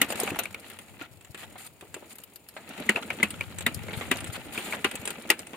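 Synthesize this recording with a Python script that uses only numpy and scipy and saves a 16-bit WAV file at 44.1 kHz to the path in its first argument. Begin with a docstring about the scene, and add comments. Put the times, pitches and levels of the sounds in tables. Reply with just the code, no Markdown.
"""A steel beak clacks shut and a plastic hopper booms: a hand-pushed seed planter rolls over dry, cloddy
soil, slows almost to a halt, then rolls on. Each sprung beak on its wheel excites damped modes of steel,
housing and hopper; the seed lever knocks, and seeds and grit tick. Clods fracture under wheel and
roller, beaks rasp through the soil, and a light wind buffets the microphone in the open field."""
import sys
import numpy as np
from scipy import signal
from scipy.fft import irfft, next_fast_len
from scipy.io import wavfile
from scipy.ndimage import uniform_filter1d

SR = 44100
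rng = np.random.default_rng(int(sys.argv[2]) if len(sys.argv) > 2 else 0)


def transcribe(signal):
    """Save signal, clipped to [-1, 1], as a 16-bit WAV file at the path in sys.argv[1]."""
    frames = np.atleast_2d(signal).T
    limited = np.clip(frames, -1, 1)
    pcm = np.round(limited * 32767).astype(np.int16)
    wavfile.write(sys.argv[1], SR, pcm)


N = 245195

# Table levels are relative: each source adds its own gain.
# strength of the breeze: time_s, level_db
BREEZE = [(0.0, -57), (1.5, -57), (2.45, -69), (3.2, -56), (3.38, -44.5), (3.95, -39), (4.6, -54),
          (5.56, -63)]
# soft low bumps on the microphone: start_s, level_db
WIND_BUMPS = [(0.311, -41), (1.11, -44.5), (1.3, -40.5), (3.767, -31.5), (3.972, -28), (4.291, -29.5),
              (4.994, -38.5)]
# how hard the planter is pushed, as the crunch under its wheel: time_s, level_db
PUSH_CURVE = [(0.0, -39.5), (0.08, -45.5), (0.3, -40), (0.5, -53), (0.95, -58), (1.2, -66.5), (1.5, -54.5),
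              (1.75, -68), (2.05, -57), (2.42, -69), (2.78, -43.5), (3.2, -45), (3.55, -51.5), (4.0, -44),
              (4.45, -48), (4.7, -44), (5.3, -48), (5.56, -54)]
# a beak drags through the soil: start_s, end_s, coarse_db, fine_db
SCRAPE_STROKES = [(0.082, 0.137, -43, -36.5), (0.168, 0.315, -42.5, -43), (0.616, 0.78, -51.5, -58.5),
                  (0.987, 1.072, -47, -58), (1.37, 1.453, -45.5, -50.5), (1.573, 1.684, -50.5, -48),
                  (2.098, 2.139, -53, -45), (2.67, 2.88, -51, -73), (3.917, 4.085, -57, -49),
                  (4.321, 4.375, -36.5, -42), (4.523, 4.762, -42, -43.5)]
# the biggest clods give way: start_s, thud_db, thud_hz, crumb_db
BIG_CLODS = [(0.104, -26, 590, -47), (0.124, -27, 487, -29), (0.194, -24.5, 390, -33),
             (0.212, -28, 736, -46), (0.233, -22.5, 440, -42), (0.276, -24, 760, -27.5),
             (0.319, -25, 310, -41), (0.36, -28, 833, -45), (0.389, -22, 485, -22),
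             (1.013, -35, 298, -31.5), (1.432, -41, 856, -39.5), (1.557, -34.5, 743, -45.5),
             (1.825, -35, 406, -51), (1.964, -33, 387, -49), (2.024, -36.5, 435, -52),
             (2.566, -31, 660, -34.5), (2.805, -31, 220, -51), (2.972, -20.5, 672, -31),
             (3.2, -24.5, 237, -30.5), (3.884, -29.5, 506, -33), (3.933, -32, 220, -29),
             (4.011, -25.5, 264, -27.5), (4.58, -29, 380, -28.5), (4.734, -24, 665, -27),
             (5.534, -30.5, 343, -34)]
# the loudest seeds and grit strike the housing: start_s, tick_db, bright_hz, housing_db
LOUD_TICKS = [(0.103, -23.5, 9400, -25), (0.2, -15, 9400, -38), (0.2332, -22, 13500, -42),
              (0.39, -16, 13500, -37), (0.4345, -28, 8490, -30), (0.6993, -35.5, 14200, -35.5),
              (1.247, -40.5, 6940, -41.5), (1.3452, -35, 7950, -28), (1.942, -27.5, 7500, -28),
              (2.155, -37, 12000, -48), (2.1838, -34.5, 11800, -41), (2.236, -33, 12200, -46),
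              (2.358, -32.5, 12400, -46), (2.4868, -34, 12300, -43), (3.3048, -24, 8950, -31.5),
              (3.5848, -24.5, 8000, -28), (3.6072, -27.5, 7540, -27.5), (3.7443, -24.5, 11000, -51),
              (4.1572, -34, 6820, -29), (4.1699, -29, 9350, -33), (4.1837, -36, 9420, -27),
              (4.205, -28.5, 8530, -29.5), (4.2425, -28.5, 8700, -29), (4.912, -28.5, 8400, -26),
              (4.9541, -24, 8200, -27), (5.0538, -22.5, 8650, -27.5), (5.0751, -20.5, 8800, -20.5),
              (5.104, -24, 8300, -26), (5.3914, -27.5, 7750, -31.5), (5.469, -34.5, 9000, -41)]
# the seed lever meets its cam: start_s, level_db, pitch_hz
LEVER_KNOCKS = [(0.1225, -22, 2700), (0.2748, -20.5, 2355), (0.304, -21.5, 2470), (0.4553, -20, 2286),
                (0.545, -20, 2275), (2.9598, -9.5, 2530), (3.1035, -11.5, 2304), (3.4088, -14.5, 2293),
                (4.5768, -16.5, 2414), (4.7245, -15.5, 2226)]
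# a beak snaps shut: start_s, ring_db, ring_hz, hopper_hz, housing_db, housing_hz, crack_db, bright_hz
BEAK_CLACKS = [(0.016, -10, 1953, 286, -23, 2420, -17.5, 12300),
               (2.893, -2, 1967, 216.6, -23.5, 2730, -24.5, 6860),
               (3.2304, -5.5, 2073, 209, -25.5, 2580, -24, 8670),
               (3.6647, -9, 1930, 240, -26, 3670, -25.5, 8400),
               (4.114, -15.5, 1930, 261.6, -24, 2930, -24.5, 7740),
               (4.845, -15.5, 1890, 293, -23, 2840, -29.5, 8050),
               (5.3022, -8, 1900, 332, -20.5, 2900, -16.5, 8900)]

# noise spectra: frequency_hz, density_db
AIR_SPECTRUM = [(60, 11), (300, 13), (1000, 6.5), (1500, -10), (2500, 4.5), (5500, -12.5), (8500, -14),
                (15500, -3.5)]  # still air
GUST_SPECTRUM = [(35, -44), (50, -27), (70, -8), (95, 2), (125, -5.5), (170, -6), (260, -35)]  # wind rumble
EARTH_SPECTRUM = [(88, -3), (150, -10), (220, 11), (260, 3.5), (297, -1.5), (447, 2), (579, -5.5),
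                  (769, -10.5), (1100, -41), (1430, -38), (2420, -120)]  # crushed earth
CRUMB_SPECTRUM = [(470, -22.5), (800, 1), (1090, -12), (1230, -0.5), (1600, -5.5), (1940, -2), (2400, -1.5),
                  (3500, -9.5), (3980, -11), (5500, -33), (7150, -16), (12100, -120)]  # breaking crumbs
GRIT_SPECTRUM = [(2650, -29), (4500, -2), (5900, -16.5), (7180, 4.5), (7860, -3), (9160, 3.5),
                 (10400, -6.5), (11600, -3.5), (13100, -8), (14800, -6), (15300, -6), (16000, -29)]  # sliding grit and seed
HOUSING_SPECTRUM = [(300, -1), (480, -1.5), (750, -11.5), (1000, -4), (1500, -2.5), (1900, -1.5),
                    (2400, -1), (2870, 1), (3300, -11.5), (4200, -13.5), (5500, -28.5)]  # rattling housing
CRACK_SPECTRUM = [(3000, -4.5), (4600, -1.5), (5700, -8.5), (7200, 1), (8100, -3), (9100, -0.5),
                  (10000, -0.5), (12500, -7.5), (15000, -5.5), (16000, -22)]  # hard contact
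# spectrum of a clod's thud: frequency_ratio, density_db
THUD_SPECTRUM = [(0.5, -12), (1, 0), (1.22, -4), (3, -13)]

# modes tuned by each event: frequency_ratio, level_db, t60_s
BUMP_MODES = [(1, -1, 0.035), (0.65, -26.5, 0.15)]
CLOD_MODES = [(1, -2.5, 0.043), (1.7, -12, 0.015)]
LEVER_MODES = [(1, -2, 0.0061), (1.08, -9.5, 0.028)]
BEAK_MODES = [(1, -2.5, 0.014), (1.075, -6, 0.015), (1.45, -42, 0.029)]
PLASTIC_HOPPER_MODES = [(1, 2.5, .1), (1.42, -11, 0.079), (1.9, -11, 0.029), (2.7, -7, 0.077)]
# modes of set pitch: frequency_hz, level_db, t60_s
HOUSING_WHEEL_MODES = [(503, -20, 0.027), (823, -16, 0.12), (1200, -12, 0.066), (1403, -4, 0.05),
                       (1670, -2, 0.036), (1899, -22, 0.018), (2574, -3, 0.069), (2835, 2, 0.012),
                       (3293, -1, 0.049), (3470, -17, .05), (3705, -9, 0.03), (3680, 1, 0.032)]
BRIGHT_STEEL_MODES = [(4880, -7, 0.044), (5080, -6, 0.027), (6420, -2.5, 0.033), (6600, -14, 0.035),
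                      (7244, -10, 0.04), (8570, 7.5, 0.011), (8640, -1.5, 0.039), (9270, 5, 0.015),
                      (11860, -9, 0.011), (12090, 8, 0.0077), (13400, -22, 0.01)]

# likeness of the sound at the two microphone ports: frequency_hz, correlation
PORT_CORRELATION = [(60, 1), (300, 0.94), (700, 0.79), (1400, 0.59), (2300, 0.4), (3300, 0.07), (6000, 0),
                    (15000, 0)]
# level of the left port over the right: frequency_hz, left_db
PORT_BALANCE = [(200, -2), (400, 1), (1300, -0.5), (2400, 4), (4400, 1), (8500, 1.5), (11000, -1.5),
                (14000, 10)]

BLOW_SAMPLES = 6144


def from_db(db):
    """Amplitude grows tenfold for every 20 dB."""
    return 10 ** (np.asarray(db) / 20)


def unit_rms(x):
    """Normalisation to a mean power of one."""
    return x / np.sqrt(np.mean(x ** 2) + 1e-20)


def in_time(curve):
    """Linear interpolation of a curve at every sample."""
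    return np.interp(np.arange(N) / SR, *np.transpose(curve))


def at_hz(table, hz):
    """Interpolation on a logarithmic frequency axis."""
    table_hz, values = np.transpose(table)
    return np.interp(np.log(hz), np.log(table_hz), values)


def panned(left_db):
    """A level difference, shared between the left and right gains."""
    return from_db(np.array([[.5], [-.5]]) * left_db)


def add(out, start_s, sound):
    """Superposition: a short sound adds to what is already there."""
    start = int(np.clip(round(start_s * SR), 0, N - 1))
    out[:, start:start + sound.shape[-1]] += sound[:, :N - start]


def drift(per_s):
    """Slow random modulation: straight lines between Gaussian values."""
    knots = rng.standard_normal(N // 40)
    return np.interp(np.arange(N) / SR * per_s, np.arange(len(knots)), knots)


def tinted(spectrum, uneven_db):
    """Shape sets colour: each lump has spectral peaks and dips of its own."""
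    hz = np.geomspace(spectrum[0][0], spectrum[-1][0], 16)
    return np.column_stack([hz, at_hz(spectrum, hz) + uneven_db * rng.standard_normal(len(hz))])


def stressed(rows, centre_hz, boost_db, octaves):
    """A bell-shaped emphasis lifts a spectrum or set of modes around one frequency."""
    rows = np.array(rows, float)
    rows[:, 1] += boost_db * np.exp(-(np.log2(rows[:, 0] / centre_hz) / octaves) ** 2)
    return rows


def two_noises(spectrum, size):
    """Random phases give two uncorrelated spectra of one colour, returned with their frequencies."""
    hz = np.maximum(np.arange(size // 2 + 1) * SR / size, 1)
    skirts = np.minimum(1, np.minimum(hz / spectrum[0][0], spectrum[-1][0] / hz)) ** 4  # 24 dB/octave
    phases = np.exp(2j * np.pi * rng.random((2, len(hz))))
    return from_db(at_hz(spectrum, hz)) * skirts * phases, hz


def stereo_noise(spectrum, size):
    """Partial coherence: the two ports hear noise alike in the bass, unrelated in the treble."""
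    (mid, side), hz = two_noises(spectrum, size)
    alike = at_hz(PORT_CORRELATION, hz)
    pair = np.sqrt(1 + alike) * mid + np.sqrt(1 - alike) * side * [[1], [-1]]
    return unit_rms(irfft(pair * panned(at_hz(PORT_BALANCE, hz)), size))


def dying(rise_s, t60):
    """Damping: vibration builds during contact, then falls 60 dB in t60 seconds."""
    t = np.arange(BLOW_SAMPLES) / SR
    return np.minimum(t / rise_s, 1) * from_db(-60 * np.maximum(t - rise_s, 0) / t60)


def burst(spectrum, rise_s, t60, tail_db, tail_t60):
    """Modal overlap: crowded modes merge into decaying noise with a weaker, longer tail."""
    envelope = np.hypot(dying(rise_s, t60), from_db(tail_db) * dying(rise_s, tail_t60))
    return unit_rms(stereo_noise(spectrum, BLOW_SAMPLES) * envelope) * np.sqrt(np.mean(envelope ** 2))


def ring(modes, pitch_hz, rise_s):
    """Free vibration: a few clear modes sound as damped sinusoids."""
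    t = np.arange(BLOW_SAMPLES) / SR
    out = 0
    for ratio, db, t60 in modes:
        hz = pitch_hz * ratio
        tone = np.sin(2 * np.pi * (hz * t + rng.random()))
        out += from_db(db) * dying(rise_s, t60) * tone * panned(at_hz(PORT_BALANCE, hz))
    return out


def struck(modes, rise_s, uneven_db):
    """Modal excitation: each blow shares its energy anew, and each port hears a mode in its own phase."""
    t = np.arange(BLOW_SAMPLES) / SR
    mode_hz, mode_db, t60s = np.transpose(modes)
    strength, phases, skew = rng.standard_normal((3, len(modes)))
    gains = from_db(mode_db + uneven_db * strength)
    gains /= np.sqrt(np.sum(gains ** 2) / 2)
    port_shifts = np.arccos(at_hz(PORT_CORRELATION, mode_hz)) * np.sign(skew) / 2
    out = 0
    for hz, gain, t60, phase, shift in zip(mode_hz, gains, t60s, phases, port_shifts):
        tone = np.sin(2 * np.pi * (hz * t + phase) + np.array([[shift], [-shift]]))
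        out += gain * dying(rise_s, t60) * tone * panned(at_hz(PORT_BALANCE, hz))
    return out


def grains(spectrum, per_s, spread_db, clump_db, t60, smooth_db, variants=10, size=2048):
    """Shot noise: tiny fractures come in clumps over a smooth rustle, at a steady overall level."""
    strengths = from_db(spread_db * np.minimum(rng.exponential(1, N), 4) + clump_db * drift(45))
    impulses = strengths * rng.choice([-1, 1], N) * (rng.random(N) < per_s / SR)
    shapes = [burst(tinted(spectrum, uneven_db=5), 0.00032, t60, tail_db=-34, tail_t60=0.04)[:, :size]
              for _ in range(variants)]
    shape_at = rng.integers(0, variants, N)
    crunch = np.zeros((2, N + size))
    for i in np.flatnonzero(impulses):
        crunch[:, i:i + size] += impulses[i] * shapes[shape_at[i]]
    rustle = from_db(smooth_db) * stereo_noise(spectrum, next_fast_len(N))[:, :N]
    crunch = unit_rms(crunch[:, :N]) + rustle
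    local_power = uniform_filter1d(np.mean(crunch ** 2, axis=0), size=5000)
    return crunch / np.sqrt(local_power)


def pushed(exponent, usual_db=-45):
    """Power law: a gain that grows with the push and is 1 at the usual push."""
    return from_db(exponent * (in_time(PUSH_CURVE) - usual_db))


def strays(db, hz, octaves, second_db, spread_db, count):
    """Speed sets the rate and force of small impacts: start_s, level_db, pitch_hz, second_part_db."""
    distance = np.cumsum(pushed(0.5))
    place, size, pitch = rng.random((count, 3)).T
    starts = np.searchsorted(distance, distance[-1] * (np.arange(count) + place) / count)
    level_db = db + 20 * np.log10(pushed(0.6)[starts]) + spread_db * (2 * size - 1)
    pitch_hz = hz * 2 ** (octaves * (2 * pitch - 1))
    return list(zip(starts / SR, level_db, pitch_hz, level_db + second_db))


def wind(gusts_per_s=13, swing_db=4, bump_hz=112):
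    """Turbulent pressure rumbles and bumps on the microphone, more on the left, over faint air hiss."""
    size = next_fast_len(N)
    spectra, _ = two_noises(GUST_SPECTRUM, size)
    rumble = unit_rms(irfft(spectra, size)[:, :N])
    gusts = from_db(in_time(BREEZE) - 4 + swing_db * drift(gusts_per_s))
    out = gusts * rumble * panned(left_db=8)
    for start_s, db in WIND_BUMPS:
        bump = ring(BUMP_MODES, bump_hz, rise_s=0.01)
        add(out, start_s - .005, from_db(db) * bump * panned(left_db=16.5))
    return out + from_db(-60) * stereo_noise(AIR_SPECTRUM, size)[:, :N]


def rolling_crunch():
    """Granular noise: wheel and roller crush earth and crumbs, grit and seed slide; all follow the push."""
    earth = grains(EARTH_SPECTRUM, per_s=250, spread_db=3, clump_db=6, t60=0.057, smooth_db=-7)
    crumbs = grains(CRUMB_SPECTRUM, per_s=240, spread_db=4, clump_db=3.5, t60=0.032, smooth_db=-3)
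    grit = grains(GRIT_SPECTRUM, per_s=800, spread_db=6, clump_db=5, t60=0.033, smooth_db=-6)
    return (from_db(-44.5) * pushed(1) * earth
            + from_db(-45) * pushed(0.98) * crumbs
            + from_db(-52) * pushed(0.47) * grit)


def scrapes(edge_s=0.0088):
    """Friction: steel dragged through dry soil sets off a dense run of grains that ends with the stroke."""
    t = np.arange(N) / SR
    coarse = fine = 0
    for start_s, end_s, coarse_db, fine_db in SCRAPE_STROKES:
        stroke = np.clip(np.minimum(t - start_s, end_s - t) / edge_s, 0, 1)
        coarse += from_db(coarse_db) * stroke
        fine += from_db(fine_db) * stroke
    colour = stressed(CRUMB_SPECTRUM, centre_hz=5000, boost_db=4, octaves=0.66)
    rasp = grains(colour, per_s=600, spread_db=0.5, clump_db=4, t60=0.01, smooth_db=-5)
    sizzle = grains(GRIT_SPECTRUM, per_s=1400, spread_db=5.5, clump_db=-5, t60=0.069, smooth_db=-10)
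    return coarse * rasp + fine * sizzle


def clods():
    """Brittle fracture: a lump splits with a hollow knock and a dry snap, then its crumbs scatter."""
    out = np.zeros((2, N))
    small = strays(db=-40, hz=372, octaves=0.44, second_db=-3.5, spread_db=0, count=14)
    for start_s, thud_db, thud_hz, crumb_db in list(BIG_CLODS) + small:
        knock = ring(CLOD_MODES, thud_hz, rise_s=0.0012)
        thud_colour = [(thud_hz * ratio, db) for ratio, db in THUD_SPECTRUM]
        thud = burst(thud_colour, rise_s=0.0016, t60=0.041, tail_db=-4.5, tail_t60=0.14)
        snap = burst(CRUMB_SPECTRUM, rise_s=0.00015, t60=0.0086, tail_db=-30, tail_t60=0.05)
        crumb_colour = tinted(CRUMB_SPECTRUM, uneven_db=7.5)
        scatter = burst(crumb_colour, rise_s=0.0052, t60=0.077, tail_db=-10.5, tail_t60=0.23)
        add(out, start_s - .001, from_db(thud_db - 2) * knock + from_db(thud_db - 7) * thud)
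        add(out, start_s, from_db(crumb_db + 1.5) * snap + from_db(crumb_db - 5) * scatter)
    return out


def seed_ticks(usual_hz=8400, left_db_per_octave=4):
    """Brief contact excites high frequencies: seeds and grit tick brightly and stir the housing."""
    out = np.zeros((2, N))
    small = strays(db=-39.5, hz=usual_hz, octaves=0.2, second_db=2.5, spread_db=14, count=20)
    for start_s, tick_db, bright_hz, housing_db in list(LOUD_TICKS) + small:
        colour = stressed(tinted(CRACK_SPECTRUM, uneven_db=4), bright_hz, boost_db=11.5, octaves=0.23)
        crack = burst(colour, rise_s=0.0009, t60=0.037, tail_db=-13, tail_t60=0.065)
        ping = struck(BRIGHT_STEEL_MODES, rise_s=0.0013, uneven_db=8)
        rattle = burst(HOUSING_SPECTRUM, rise_s=0.00033, t60=0.057, tail_db=-12, tail_t60=0.22)
        housing = struck(HOUSING_WHEEL_MODES, rise_s=0.0032, uneven_db=-1.5)
        tick = from_db(tick_db - 5.5) * crack + from_db(tick_db - 13.5) * ping
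        body = from_db(housing_db - 8.5) * rattle + from_db(housing_db - 13) * housing
        add(out, start_s, tick * panned(left_db_per_octave * np.log2(bright_hz / usual_hz)) + body)
    return out


def seed_lever(crack_db=-35):
    """Heavily damped impact: the lever knocks on its cam, rings briefly and rattles the housing."""
    out = np.zeros((2, N))
    for start_s, db, pitch_hz in LEVER_KNOCKS:
        knock = ring(LEVER_MODES, pitch_hz, rise_s=0.0052)
        rattle = burst(HOUSING_SPECTRUM, rise_s=0.0028, t60=0.011, tail_db=-6.5, tail_t60=0.084)
        crack = burst(CRACK_SPECTRUM, rise_s=0.00034, t60=0.017, tail_db=-28, tail_t60=0.08)
        add(out, start_s - .002, from_db(db - 4) * knock)
        add(out, start_s - .001, from_db(db - 13.5) * rattle)
        add(out, start_s, from_db(crack_db) * crack)
    return out


def beaks(contact_s=0.004, rebound_s=0.0092, rebound_db=-14, hopper_db=-25.5):
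    """Structure-borne sound: a steel jaw shuts, rings and rebounds once, shaking housing and hopper."""
    out = np.zeros((2, N))
    for start_s, ring_db, ring_hz, hopper_hz, housing_db, housing_hz, crack_db, bright_hz in BEAK_CLACKS:
        touch_s = start_s - contact_s / 2
        rattle = burst(HOUSING_SPECTRUM, contact_s, t60=0.076, tail_db=-12.5, tail_t60=0.15)
        colour = stressed(CRACK_SPECTRUM, bright_hz, boost_db=8, octaves=0.18)
        crack = burst(colour, contact_s, t60=0.015, tail_db=-18.5, tail_t60=0.099)
        clack = from_db(housing_db + 4) * rattle + from_db(crack_db + 3) * crack
        add(out, touch_s, clack)
        add(out, touch_s + rebound_s * rng.uniform(1.0, 1.2), from_db(rebound_db) * clack)
        add(out, touch_s - .001, from_db(ring_db - 1.5) * ring(BEAK_MODES, ring_hz, contact_s))
        # the point of impact picks the housing modes
        modes = stressed(HOUSING_WHEEL_MODES, housing_hz, boost_db=10, octaves=0.073)
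        housing = struck(modes, contact_s / 2, uneven_db=2.5)
        ping = struck(BRIGHT_STEEL_MODES, contact_s / 2, uneven_db=7)
        boom = ring(PLASTIC_HOPPER_MODES, hopper_hz, rise_s=0.0025)
        add(out, start_s - .001, from_db(housing_db + 3.5) * housing)
        add(out, start_s - .0005, from_db(crack_db + 0.5) * ping)
        add(out, start_s, from_db(hopper_db) * boom)
    return out


def ground_echo(direct, lag_s=0.0055, echo_db=-11, cutoff_hz=5000):
    """Reflection: the soil returns a duller copy, whose lag wanders as the planter moves."""
    samples = np.arange(N)
    delayed = samples - SR * lag_s * (1 + 0.1207 * drift(2))
    dull = signal.sosfilt(signal.butter(1, cutoff_hz, fs=SR, output="sos"), direct)
    return from_db(echo_db) * np.array([np.interp(delayed, samples, channel) for channel in dull])


def scene():
    """Superposition in an open field: the planter, its one reflection, the soil and the wind."""
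    planter = beaks() + seed_lever() + seed_ticks()
    return planter + ground_echo(planter) + clods() + scrapes() + rolling_crunch() + wind()


def record(dry, ceiling=1.2, bass_hz=50, treble_hz=15800):
    """Band limiting and saturation: a small microphone loses deep bass and top treble and rounds peaks."""
    thin = signal.sosfilt(signal.butter(2, bass_hz, "high", fs=SR, output="sos"), dry)
    rounded = ceiling * np.tanh(thin / ceiling)
    return signal.sosfilt(signal.ellip(10, .1, 80, treble_hz, fs=SR, output="sos"), rounded)


dry = scene()
out = record(dry)
transcribe(out)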